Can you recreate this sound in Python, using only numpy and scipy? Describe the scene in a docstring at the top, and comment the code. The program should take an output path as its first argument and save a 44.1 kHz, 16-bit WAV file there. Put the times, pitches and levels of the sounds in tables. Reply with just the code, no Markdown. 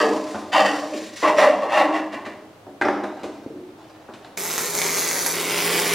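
"""A small hard-walled workshop, camera microphone close to a wooden bench, quiet air and hiss throughout.
First a square steel tube is shoved over a plastic-lined inner tube: slips strike its modes, noise rubs.
Blows ring the steel from early on; the edge squeals, the tube groans and corners tink along the way.
Then a screw clamp is knocked on, as struck modes and dry clacks, and tightened, as grains of rubbing.
Last, two tack welds: trains of snaps, spit and sizzle over the whirr and hum of the wire feed."""
import sys
import numpy as np
from scipy import signal
from scipy.fft import rfft, irfft, next_fast_len
from scipy.io import wavfile
from scipy.ndimage import map_coordinates

SR = 44100
rng = np.random.default_rng(int(sys.argv[2]) if len(sys.argv) > 2 else 0)


def bounce(signal):
    """Save signal as a 16-bit WAV file at the path given by the first command-line argument."""
    frames = np.transpose(np.atleast_2d(signal))
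    limited = np.clip(frames, -1, 1)
    pcm = np.round(limited * 32767).astype(np.int16)
    wavfile.write(sys.argv[1], SR, pcm)


N = 261954
TIME = np.arange(N) / SR  # seconds
TOP_HZ = 15800  # upper band limit of the camera


def amp(db):
    """Decibels to gain."""
    return 10 ** (np.asarray(db) / 20)


def unit(x):
    """Scale to rms 1."""
    return x / np.sqrt(np.mean(x ** 2) + 1e-20)


def along(points, hz):
    """(Hz, value) points read on a log frequency axis."""
    f, v = np.transpose(points)
    return np.interp(np.log(hz + 1), np.log(f + 1), v)


def during(start, end):
    """1 between two times, with 1 ms edges."""
    return np.clip(np.minimum(TIME - start, end - TIME) * 1000, 0, 1)


def stroke(start, rise, hold, fall):
    """A push builds up, holds, then dies away at fall dB a second."""
    t = TIME - start
    return np.clip(t / max(rise, 1e-3), 0, 1) * amp(-fall * np.maximum(t - rise - hold, 0))


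def wobble(rate):
    """A smooth random curve, rate knots a second."""
    return map_coordinates(rng.standard_normal(int(N * rate / SR) + 4), [TIME * rate])


def filtered(x, response):
    """x times a response of frequency."""
    size = x.shape[-1]
    m = next_fast_len(size + 8192)
    return irfft(rfft(x, m) * response(np.fft.rfftfreq(m, 1 / SR)), m)[..., :size]


def convolved(x, response):
    """x through an impulse response."""
    return signal.fftconvolve(x, response)[:N]


def coloured(x, spectrum, size=4096):
    """x through a causal, minimum-phase filter with the given (Hz, dB) shape."""
    shape_db = np.maximum(along(spectrum, np.fft.rfftfreq(size, 1 / SR)), -100)
    cepstrum = irfft(np.log(amp(shape_db)))
    # folding the cepstrum forward in time makes the filter causal
    cepstrum[1:size // 2] *= 2
    cepstrum[size // 2 + 1:] = 0
    return signal.fftconvolve(x, irfft(np.exp(rfft(cepstrum))))[:len(x)]


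def band(x, low_hz, high_hz):
    """Causal band-pass."""
    edges = [low_hz, min(high_hz, SR / 2 - 1)]
    return signal.sosfilt(signal.butter(3, edges, 'band', fs=SR, output='sos'), x)


def noise(spectrum):
    """Shaped noise of rms 1."""
    return unit(coloured(rng.standard_normal(N), spectrum))


def pulses(rate, scatter, spread_db, count=6000):
    """Pulses of uneven size and spacing, rate a second, of rms 1."""
    draws = rng.standard_normal((count, 2))
    gaps = np.exp(scatter * draws[:, 0] - scatter ** 2 / 2)  # in mean intervals
    clock = np.cumsum(rate * np.ones(N)) / SR
    at = np.searchsorted(clock, np.cumsum(gaps))
    sizes = amp(spread_db * np.clip(draws[:, 1], -2, 2))
    return unit(np.bincount(at, sizes, N + 1)[:N])


def shifting(x, draw, size=16384, fade='hann'):
    """x through a response drawn afresh every half window, as contacts and paths move."""
    padded, out = np.pad(x, (size // 2, size)), np.zeros(N + 2 * size + 2 * SR)
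    window = signal.get_window(fade, size)
    for start in range(0, N + size // 2, size // 2):
        piece = padded[start:start + size] * window
        if piece.any():
            piece = signal.fftconvolve(piece, draw())
            out[start:start + len(piece)] += piece
    return out[size // 2:][:N]


def strike(out, s, x):
    """Add a short sound to out at s seconds."""
    out[round(s * SR):][:len(x)] += x


def cloud(spectrum, t60):
    """A contact's dense, quickly dying overtones, of energy 1."""
    t = np.arange(SR // 4) / SR
    x = coloured(rng.standard_normal(len(t)) * amp(-60 * t / t60), spectrum)
    return x / np.linalg.norm(x)


def ring(modes):
    """Long modes struck once, each with a random sign and about 1 dB of scatter, of energy 1."""
    t = np.arange(SR * 3 // 4) / SR
    x = np.zeros(len(t))
    for hz, db, t60 in modes:
        decay = amp(db + rng.normal(0, 1) - 60 * t / t60) / np.sqrt(t60)
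        x += decay * np.sin(2 * np.pi * hz * t) * rng.choice([-1, 1])
    return x / np.linalg.norm(x)


def body(overtones, modes, low_hz, high_hz):
    """One register of a contact: overtones plus long modes, of energy 1."""
    x = band(np.pad(overtones, (0, len(modes) - len(overtones))) + modes, low_hz, high_hz)
    return x / np.linalg.norm(x)


# Likeness of left and right in the diffuse field. Each row: frequency in Hz, likeness from 0 to 1.
LIKENESS = [(100, 1), (2500, 0.97), (4500, 0.92), (8000, 0.33), (14000, 0.3)]


def diffuse(a, b):
    """Two unrelated signals as one diffuse field: alike in the bass, apart in the treble."""
    turn = lambda hz: np.arccos(np.clip(along(LIKENESS, hz), -1, 1)) / 2
    mid = filtered(a, lambda hz: np.cos(turn(hz)))
    side = filtered(b, lambda hz: np.sin(turn(hz)))
    return np.array([mid + side, mid - side])


# Decay of the workshop's tail. 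Each row: frequency in Hz, t60 in seconds.
ROOM_DECAY = [(150, 1), (500, 1), (2000, 0.68), (6000, 0.91), (14000, 0.19)]


def workshop(x, early_db, tail_db, early_t60):
    """Early reflections from bench and walls, then a tail that dies sooner in the treble."""
    hz, t, _ = signal.stft(np.zeros(SR * 3 // 4), SR, nperseg=256)
    fading = amp(-60 * t / along(ROOM_DECAY, hz)[:, None])

    def answer():
        cells = np.fft.rfft(rng.standard_normal((256, len(t))), axis=0)
        tail = signal.istft(cells * fading, nperseg=256)[1]
        early_decay = amp(-60 * np.arange(len(tail)) / SR / early_t60)
        early = rng.standard_normal(len(tail)) * early_decay
        return (amp(early_db) * unit(early) + amp(tail_db) * unit(tail)) / np.sqrt(len(tail))
    return diffuse(shifting(x, answer, fade='cosine'), shifting(x, answer, fade='cosine'))


# Phase between the microphone ports. Each row: frequency in Hz, lead of the right port in radians.
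PORT_LEAD = [(5000, 0), (9000, 1.89), (12000, 2.5), (15000, 3.5)]


def placed(x):
    """The two microphone ports hear direct sound alike in the bass and out of step in the treble."""
    sides = np.array([[-1], [1]])
    return filtered(x, lambda hz: np.exp(.5j * along(PORT_LEAD, hz) * sides))


# Spectrum of the quiet room. Each row: frequency in Hz, level in dB (shape only).
AIR = [(25, -17), (70, -11), (105, 2), (150, -1.5), (600, -1.5), (2400, -23), (15000, -33)]


def room_air():
    """The quiet air of the room, as diffuse shaped noise."""
    return amp(-50.5) * diffuse(noise(AIR), noise(AIR))


# Spectrum of the microphone's own noise. Each row: frequency in Hz, level in dB (shape only).
MIC_HISS = [(100, -4), (600, 7), (3000, -4.5), (15000, -22)]


def mic_hiss():
    """The microphone's own hiss, independent in each channel."""
    return amp(-53.5) * np.array([noise(MIC_HISS), noise(MIC_HISS)])


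# Ringing modes of the steel tube. Each row: frequency in Hz, relative level in dB, t60 in seconds.
TUBE_MODES = [(206.5, -11, 0.35), (293.6, -11, 0.52), (311.8, -4, 0.47), (443, -12.5, 0.51),
              (568, -6.5, 0.24), (613, -2, 0.5), (708, -7, 0.13), (749.5, -1.5, 0.086), (795, -6.5, 0.38),
              (1025, -8.5, 0.62), (1100, -9.5, 0.23), (1700, -17, 0.45), (2780, -15, 0.098)]
# Dense scraping overtones of tube and bench. Each row: frequency in Hz, level in dB (shape only).
SCRAPE = [(88, -81), (165, -26), (300, -14), (420, -12), (630, -5), (950, -9.5), (1100, -7), (1350, -15.5),
          (1580, -17.5), (1830, -17), (2300, -23.5), (2800, -27.5), (3700, -34), (4700, -41.5),
          (15000, -60.5)]
# Shoves of the tube. Each row: start in seconds, rise in seconds, hold in seconds, judder drive in dB,
# drive of the steel edge's rasp in dB over the judder, drive of the bench rumble in dB over the judder.
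SHOVES = [(0, 0.00051, 0.009, -16.5, -5.5, -2.5), (0.517, 0.016, 0.071, -14.5, -5.5, -9),
          (0.646, 0.0071, 0.0075, -18.5, -5, -7), (1.217, 0.019, 0.05, -18, -6, -3.5),
          (1.366, 0.018, 0.052, -15.5, -3, -10), (1.608, 0.012, 0.027, -23.5, -12, -14),
          (1.679, 0.11, 0.0091, -15, -5, -9), (1.92, 0.02, 0.029, -25, -6, -11.5),
          (2.114, 0.02, 0.0081, -32, -3, -6), (2.249, 0.0029, 0.0039, -41, 5.5, -11.5)]
# Singing of the scraping edge, at little overlap and then deep over the inner tube.
# Each row: frequency in Hz, width in Hz, relative level in dB.
EDGE_SHALLOW = [(1868, 123, 2), (2630, 100, -7.5), (3017, 82, -5.5), (4560, 174, -9), (6500, 67, -15.5),
                (7700, 74, -32)]
EDGE_DEEP = [(1852, 53, 6), (1987, 130, 5), (2293, 55, -3.5), (2613, 77, -6), (4240, 120, -19.5)]
DEEP_FROM_S = 1.1  # shoves from here on sing with the deep set
# dying away after a shove, in dB per second
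RUMBLE_FALL, JUDDER_FALL, RASP_FALL, HISS_FALL = 52.4, 92, 159, 350


def edge(x, modes):
    """x through the short resonances of the steel edge, of rms 1."""
    return unit(sum(amp(db) * signal.lfilter(*signal.iirpeak(hz, hz / width, SR), x)
                    for hz, width, db in modes))


def slide():
    """Stick and slip: small slips strike the tube in each shove; brighter registers fade sooner.

    The edge finds other resonances as the tubes overlap further."""
    def effort(levels_db, fall):
        return np.max([amp(db) * stroke(*shove[:3], fall) for db, shove in zip(levels_db, SHOVES)], axis=0)

    def register(level, ring_db, low_hz, high_hz):
        struck = slips * level * (level > amp(-90))
        contact = lambda: body(cloud(SCRAPE, t60=0.042), amp(ring_db) * modes, low_hz, high_hz)
        return shifting(struck, contact, size=4096)

    *_, judder_db, rasp_over_db, bench_over_db = np.transpose(SHOVES)
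    rasp_db = judder_db + rasp_over_db
    slips, modes = pulses(rate=380, scatter=.5, spread_db=1.5), ring(TUBE_MODES)
    bench = register(effort(judder_db + bench_over_db, RUMBLE_FALL), ring_db=4.0, low_hz=217.0, high_hz=486)
    judder = register(effort(judder_db, JUDDER_FALL), ring_db=-4.0, low_hz=423, high_hz=1320)
    rasp = amp(-4.0) * register(effort(rasp_db, RASP_FALL), ring_db=1.5, low_hz=1490, high_hz=5500)

    catches = pulses(rate=300, scatter=.5, spread_db=2.0) * rng.choice([-1, 1], N)
    shallow, deep = edge(catches, EDGE_SHALLOW), edge(catches, EDGE_DEEP)
    sing = np.zeros(N)
    for db, shove in zip(rasp_db, SHOVES):
        tone = shallow if shove[0] < DEEP_FROM_S else deep
        sing += amp(db) * stroke(*shove[:3], RASP_FALL) * tone

    flicker = amp(-14 + 0.77 * wobble(150))
    hiss = flicker * unit(band(noise(SCRAPE), 3600, TOP_HZ)) * effort(rasp_db, HISS_FALL)
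    return bench + judder + rasp + amp(-3.5) * sing + hiss


# Strokes of the plastic liner and of the hands on it.
# Each row: start in seconds, hold in seconds, level of the hiss in dB.
RUBS = [(0, 0.13, -42.5), (0.198, 0.15, -47), (0.707, 0.081, -42.5), (0.93, 0.035, -41),
        (1.155, 0.061, -40)]
RUB_RISE_S, RUB_FALL = 0.0074, 50  # seconds, dB per second


def liner():
    """The plastic liner rubs with a fine, uneven hiss and stirs the tube a little."""
    level = np.max([amp(db) * stroke(s, RUB_RISE_S, hold, RUB_FALL) for s, hold, db in RUBS], axis=0)
    hiss = unit(band(noise(SCRAPE), 4950, TOP_HZ))
    tube = unit(band(noise(SCRAPE), 1700, 5200))
    return (hiss + amp(-3.0) * tube) * level * amp(1.9 * wobble(88.8))


# Steel knocking on steel and bench. Each row: time in seconds, blow in dB before a common lift,
# thud in dB within the blow, clink in dB within the blow.
KNOCKS = [(0.344, -11, -4, -19.5), (0.937, -23, 6.5, -8), (1.227, -7.5, -9.5, -29), (2.132, -20.5, -3, -15),
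          (2.261, -18, -4, -14), (2.666, -24, -2, -35), (2.812, -9, -1.5, -15), (2.849, -6, -5.5, -29),
          (2.883, -7, -5, -35), (3.036, -13.5, -2, -15.5), (3.233, -15.5, -2.5, -11),
          (4.087, -23.5, -3, -31), (4.136, -29.5, -1.5, -2), (4.245, -28, -22, -8)]
# Overtones of a knock. Each row: frequency in Hz, level in dB (shape only).
KNOCK = [(100, -9), (150, -29.5), (220, -8.5), (360, 1.5), (480, -2), (750, 2.5), (1200, -4), (1700, -13),
         (3200, -17.5), (5400, -24.5), (15000, -37)]


def knocks():
    """Each blow thuds in the bench and rings the steel, with its own share of thud, clank and clink."""
    out, modes = np.zeros(N + SR), amp(-5.0) * ring(TUBE_MODES)
    for s, db, thud_db, clink_db in KNOCKS:
        overtones = cloud(KNOCK, t60=0.13)
        thud = amp(thud_db) * body(overtones, modes, 110.0, 374)
        # the clank takes the energy that the thud leaves
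        clank_gain = np.sqrt(np.clip(1 - amp(thud_db) ** 2, .05, 1))
        clank = clank_gain * body(overtones, modes, 512, 1840)
        clink = amp(clink_db) * body(overtones, modes, 1750, 11600)
        strike(out, s, amp(db + 14.5) * (thud + clank + clink))
    return out[:N]


# Squeals of the edge. Each row: start in seconds, hold in seconds, frequency in Hz,
# level in dB before roughening.
SQUEALS = [(0.653, 0.07, 1855, -34.5), (1.372, 0.02, 5620, -36.5)]


def squeals():
    """For a moment the edge catches and squeals on one note, rough in phase and level."""
    out = np.zeros(N)
    for s, hold, hz, db in SQUEALS:
        note = np.sin(2 * np.pi * hz * TIME + wobble(170)) * amp(4.9 * wobble(180))
        out += amp(db) * stroke(s, RUB_RISE_S, hold, RASP_FALL) * note
    return out


# Pushes or blows that set the tube groaning. Each row: start in seconds, hold in seconds, drive in dB.
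GROANS = [(0.923, 0.02, -28), (1.247, 0.07, -20.5), (1.38, 0.1, -17), (2.84, 0.031, -28)]
# Bending modes of the tube that groan. Each row: frequency in Hz, relative level in dB.
BENDING_MODES = [(569, -7.5), (609, 0.5)]
GROAN_FALL = 150  # dB per second


def groan():
    """The tube's bending modes groan unevenly while they are driven."""
    level = sum(amp(db) * stroke(s, RUB_RISE_S, hold, GROAN_FALL) for s, hold, db in GROANS)
    tones = np.zeros(N)
    for hz, db in BENDING_MODES:
        tones += amp(db + 2.4 * wobble(70)) * np.sin(2 * np.pi * hz * TIME + 0.66 * wobble(44.55))
    return level * tones


# Light touches of steel. Each row: time in seconds, pitch in Hz, energy in dB.
TINKS = [(0.934, 2450, -14), (2.851, 5300, -17), (4.246, 3900, -25.5)]
TINK_T60_S, TINK_SPREAD = 0.028, 0.08  # seconds, reach of the band each side as a share of the pitch


def tinks():
    """Steel corners touch with a tiny, bright ring, made of narrow decaying noise."""
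    out, t = np.zeros(N + SR), np.arange(SR // 10) / SR
    for s, hz, db in TINKS:
        burst = rng.standard_normal(len(t)) * amp(-60 * t / TINK_T60_S)
        tink = band(burst, hz / (1 + TINK_SPREAD), hz * (1 + TINK_SPREAD))
        strike(out, s, amp(db) * tink / np.linalg.norm(tink))
    return out[:N]


# Clacks of the clamp's jaw and sliding arm. Each row: time in seconds, energy in dB.
CLACKS = [(2.8133, 4), (2.8205, 5), (2.850, -1), (2.874, -12), (2.885, 4), (2.912, -13), (3.041, -7.5),
          (4.088, -31), (4.247, -22)]
# First instant of a hard contact. Each row: frequency in Hz, level in dB (shape only).
CRACK = [(200, -32), (900, 4.5), (1700, 9), (2800, -7), (5300, -21.5), (15000, -41.5)]
# Dull thuds of the hands striking the clamp. Each row: time in seconds, energy in dB before a band-pass.
THUDS = [(3.233, -4), (3.462, -2.5), (3.506, -3.5), (3.56, -8.5)]
# Modes of clamp and tube together. 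Each row: frequency in Hz, relative level in dB, t60 in seconds.
CLAMP_MODES = [(295.4, 0.5, 0.18), (336, -1, 0.048), (365, -2.5, 0.17), (451, -9, 0.096)]


def clamp():
    """The clamp lands and rattles with dry clacks; hands strike it with soft, ringing thuds."""
    out = np.zeros(N + SR)
    for s, db in CLACKS:
        strike(out, s, amp(db) * cloud(CRACK, t60=0.019))
    for s, db in THUDS:
        strike(out, s, amp(db) * band(ring(CLAMP_MODES), 97, 980))
    return out[:N]


# Hands bearing down on the clamp. One row: start in seconds, hold in seconds, bench rumble in dB.
GRIP = (2.97, 0.86, -48)
# Turns of the clamp screw. Each row: start in seconds, hold in seconds, level in dB.
TURNS = [(3.155, 0.042, -44.5), (3.775, 0.13, -49)]
# Overtones of the rubbing thread. Each row: frequency in Hz, level in dB (shape only).
THREAD = [(150, -62), (600, 18), (1000, 10.5), (2000, -2.5), (6000, -12), (15000, -36)]
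TURN_RISE_S, TURN_FALL = 0.011, 26  # seconds, dB per second


def screw():
    """The clamp's thread rubs in small grains at each turn; the bench rumbles under the hands."""
    push = lambda s, hold, db: amp(db) * stroke(s, TURN_RISE_S, hold, TURN_FALL)
    grains = pulses(rate=720, scatter=0.99, spread_db=4.5)
    turning = grains * sum(push(*turn) for turn in TURNS)
    rub = shifting(turning, lambda: cloud(THREAD, t60=0.033), size=4096)
    bench = lambda: body(cloud(KNOCK, t60=0.14), amp(15.0) * ring(TUBE_MODES), 297, 406)
    rumble = shifting(grains * push(*GRIP), bench, size=4096)
    return rub + rumble


# Strength of the arc. Each row: time in seconds, gain in dB.
HEAT = [(4.73, -4), (4.79, -0.2), (5.36, -2), (5.68, 2.5)]


def burning(start, end):
    """Strength of one arc, which rises once the pool has melted and follows the heat curve."""
    return during(start, end) * amp(np.interp(TIME, *np.transpose(HEAT)))


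# Tack welds. Each row: arc struck in seconds, arc out in seconds, crackle in dB before the heat,
# wire feed in dB before the heat, short circuits a second.
TACKS = [(4.371, 5.333, -25, -35, 185), (5.332, 6.0, -27, -32, 195)]
# Spectra of the two crackles. Each row: frequency in Hz, level in dB (shape only).
FIRST_TACK = [(100, -30), (500, -8), (1450, -12), (2200, -7), (2900, -18), (4000, -12.5), (5200, -12.5),
              (6400, -7.5), (8200, -13.5), (12500, -9.5), (15000, -18)]
SECOND_TACK = [(100, -59), (500, -4), (1400, -3.5), (2200, 1), (3200, -4.5), (5200, -5.5), (8200, -8),
               (11700, -5), (15000, -10)]
# Loudest bursts of spatter. Each row: time in seconds, level in dB over an ordinary snap.
POPS = [(4.58, 8), (5.2635, 7.5)]
SPIT_T60_S = .0025


def arc():
    """The wire dips into the pool, shorts and blows free with a snap; spatter sizzles throughout."""
    t = np.arange(SR // 200) / SR
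    out = np.zeros(N)
    for (start, end, db, _, dips), spectrum in zip(TACKS, [FIRST_TACK, SECOND_TACK]):
        snaps = pulses(dips, scatter=.17, spread_db=1.5)
        for s, pop_db in POPS:
            snaps[round(s * SR)] = amp(pop_db) * np.sqrt(SR / dips)
        # each snap is a crack and a brief spit of gas
        spit = unit(convolved(snaps, amp(-60 * t / SPIT_T60_S)) * rng.standard_normal(N))
        crack = amp(-3.5) * snaps * rng.choice([-1, 1], N)
        sizzle = amp(-2.5 + wobble(40)) * rng.standard_normal(N)
        out += unit(coloured(crack + spit + sizzle, spectrum)) * amp(db) * burning(start, end)
    return out * amp(0.16 * wobble(37))


# Spectrum of the dull sputter. Each row: frequency in Hz, level in dB (shape only).
SPUTTER = [(35, -40), (100, -16), (700, 0), (2400, -20), (15000, -27)]


def sputter():
    """The first tack also sputters dully, wide to both sides, in opposite polarity."""
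    start, end, db, _, _ = TACKS[0]
    spits = unit(coloured(pulses(rate=300, scatter=.8, spread_db=-2.0), SPUTTER))
    return spits * amp(db - 15.0) * burning(start, end) * np.array([[1], [-1]])


# Whirr of the wire feed. Each row: frequency in Hz, level in dB (shape only).
FEEDER = [(65, -52), (110, -19), (240, -7.5), (410, 1.5), (620, -16), (1100, -9.5), (2000, -59)]
# Hum of the wire feed motor. Each row: frequency in Hz, level in dB relative to the whirr.
MOTOR_HUM = [(169.2, -7), (411, -1.5)]


def feeder():
    """The welder's wire feed whirrs and hums, wavering slightly in pitch, while the arc burns."""
    level = sum(amp(db) * burning(start, end) for start, end, _, db, _ in TACKS)
    turning = TIME + np.cumsum(0.0034 * wobble(6.8)) / SR
    hum = sum(amp(db + wobble(13.0)) * np.sin(2 * np.pi * hz * turning) for hz, db in MOTOR_HUM)
    return level * (noise(FEEDER) + hum)


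def scene():
    """Fitting, clamping and welding close to the microphone, with the workshop's answer around them."""
    sliding = slide() + liner() + squeals() + groan() + screw()
    blows = knocks() + tinks() + clamp()
    crackle = arc()
    fitting = placed(sliding) + workshop(sliding, early_db=-7.5, tail_db=-10.0, early_t60=0.055)
    clatter = placed(blows) + workshop(blows, early_db=-6.0, tail_db=-2.0, early_t60=0.15)
    welding = placed(crackle) + workshop(crackle, early_db=-2.0, tail_db=-4.5, early_t60=0.095)
    welding *= amp([[-.4], [.4]])  # a little to the right
    return room_air() + mic_hiss() + fitting + clatter + welding + sputter() + feeder()


def record(dry):
    """The camera keeps nothing above its band limit."""
    return filtered(dry, lambda hz: hz < TOP_HZ)


dry = scene()
out = record(dry)
bounce(out)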